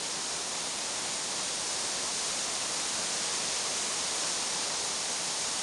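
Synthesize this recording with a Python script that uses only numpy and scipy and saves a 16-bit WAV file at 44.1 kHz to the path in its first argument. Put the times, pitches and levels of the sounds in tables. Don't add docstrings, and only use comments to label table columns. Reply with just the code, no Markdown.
import sys
import numpy as np
from scipy import signal
from scipy.fft import rfft, irfft
from scipy.io import wavfile

SR = 44100
rng = np.random.default_rng(int(sys.argv[2]) if len(sys.argv) > 2 else 0)


def digitize_waveform(pressure):
    field = np.atleast_2d(pressure).T
    bounded = np.clip(field, -1, 1)
    quanta = np.round(bounded * 32767).astype(np.int16)
    wavfile.write(sys.argv[1], SR, quanta)


def field_ratio(decibels):
    return 10 ** (np.asarray(decibels, dtype=float) / 20)


N = 247842


def rms_one(x):
    return x / np.sqrt(np.mean(x ** 2) + 1e-20)


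def at_hz(points, hz):
    points = np.array(points)
    return np.interp(np.log(hz + 1e-3), np.log(points[:, 0]), points[:, 1])


def drift(rate_hz):
    step, settling = 40, 2000
    pole = np.exp(-2 * np.pi * rate_hz * step / SR)
    draws = rng.standard_normal(N // step + settling + 2)
    slow = signal.lfilter([1], [1, -2 * pole, pole * pole], draws)[settling:]
    return np.interp(np.arange(N) / step, np.arange(len(slow)), rms_one(slow))


def patchy(source, spectrum, shared_db, own_db, slow_db):
    hz = np.arange(N // 2 + 1) * SR / N
    coloured = rfft(source) * field_ratio(at_hz(spectrum, hz))
    lowest_hz = 31.25
    place = 2 * np.log2(np.clip(hz, lowest_hz, 16000) / lowest_hz)
    together = drift(8.2)
    out = 0
    for band in range(19):
        share = np.clip(1 - abs(place - band), 0, 1)
        flicker_db = shared_db * together + own_db * drift(17.0) + slow_db * drift(0.86)
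        out = out + field_ratio(flicker_db) * irfft(coloured * share, N)
    return rms_one(out)


def leaves(level_db):
    # frequency in Hz, level in dB.
    leaf_spectrum = [(300, -52), (1100, -13), (1700, -10.5), (2500, -9), (3300, -6.5), (3800, -5),
                     (5200, -3.5), (6500, -2.5), (7200, -2.5), (8300, -4), (8900, -6), (9500, -8.5),
                     (10200, -10)]
    ticks_per_second = 6000.0
    ticks = (rng.random(N) < ticks_per_second / SR) * rng.standard_normal(N)
    stream = rng.standard_normal(N)
    source = stream + field_ratio(-7.5) * rms_one(ticks)
    return field_ratio(level_db) * patchy(source, leaf_spectrum, shared_db=0.21, own_db=0.15, slow_db=0.34)


def slaps():
    # start in seconds, peak level in dB, frequency in Hz, 60 dB decay in seconds.
    slap_events = [
        (2.5524, -15, 5000, .0022),
        (1.9, -19, 6900, .002),
        (2.8, -25, 2300, 0.0036),
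    ]
    out = np.zeros(N)
    t = np.arange(600) / SR
    onset = np.minimum(t / 0.00015, 1)
    for start_s, peak_db, hz, t60 in slap_events:
        at = round(start_s * SR)
        decay = field_ratio(peak_db - 60 * t / t60)
        out[at:at + len(t)] += decay * np.sin(2 * np.pi * hz * t) * onset
    return out


def crowns(level_db):
    # frequency in Hz, level in dB.
    crown_spectrum = [(15, -30), (31, -22), (42, -13.5), (115, -10), (180, -3), (270, -4), (500, -1),
                      (850, -0.5), (1050, -1.5), (1500, -7.5), (2600, -11.5), (6000, -40)]
    source = rng.standard_normal(N)
    return field_ratio(level_db) * patchy(source, crown_spectrum, shared_db=0.48, own_db=-0.2, slow_db=0.34)


def scene():
    # time in seconds, leaf rustle level in dB.
    gust_course = [
        (0, -33.5),
        (1.0, -32.5),
        (2.2, -31.5),
        (3.3, -30.5),
        (4.2, -30.5),
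        (4.9, -31.5),
        (5.62, -31.5),
    ]
    time_s, strength_db = np.transpose(gust_course)
    gust_db = np.interp(np.arange(N) / SR, time_s, strength_db)
    swing_db = gust_db - gust_db.mean()
    crown_db = -41 + 0.45 * swing_db
    air = leaves(gust_db) + crowns(crown_db) + slaps()
    return np.array([air, air])


def notch(x):
    # width in Hz, depth in dB.
    notch_shape = (470, -19)
    width_hz, depth_db = notch_shape
    notch_hz, whine_hz, whine_db = 7668, 7638, -70
    w = 2 * np.pi * notch_hz / SR
    a = np.pi * width_hz / SR
    g = field_ratio(depth_db)
    cut = signal.lfilter([1 + a * g, -2 * np.cos(w), 1 - a * g], [1 + a, -2 * np.cos(w), 1 - a], x)
    whine = np.sin(2 * np.pi * whine_hz * np.arange(N) / SR)
    return cut + field_ratio(whine_db + 3.0 * drift(2.5)) * whine


def half_rate(x, guard_hz, smooth_hz):
    guard = signal.butter(14, guard_hz, fs=SR, output="sos")
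    kept = signal.sosfilt(guard, x) * (np.arange(N) % 2 == 0)
    smoother = 2 * signal.firwin(65, smooth_hz, window=("kaiser", 9.0), fs=SR)
    return np.convolve(kept, smoother, "same")


def antiphase_noise():
    # centre in seconds, length in seconds, low edge in Hz, high edge in Hz, level in dB.
    noise_burst = (1.6945, .046, 5150, 6320, -41)
    centre_s, length_s, low_hz, high_hz, level_db = noise_burst
    phase = np.clip((np.arange(N) / SR - centre_s) / length_s, -0.5, 0.5)
    window = np.cos(np.pi * phase) ** 2
    band_pass = signal.cheby1(8, 0.5, [low_hz, high_hz], "band", fs=SR, output="sos")
    band = signal.sosfilt(band_pass, rng.standard_normal(N))
    return field_ratio(level_db) * rms_one(band) * window * [[1], [-1]]


def low_pass(x):
    return signal.sosfilt(signal.butter(12, 12410, fs=SR, output="sos"), x)


def record(dry):
    mono = half_rate(notch(dry[0]), guard_hz=10400, smooth_hz=11030)
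    mix = np.array([mono, mono]) + antiphase_noise()
    return low_pass(mix)


dry = scene()
out = record(dry)
digitize_waveform(out)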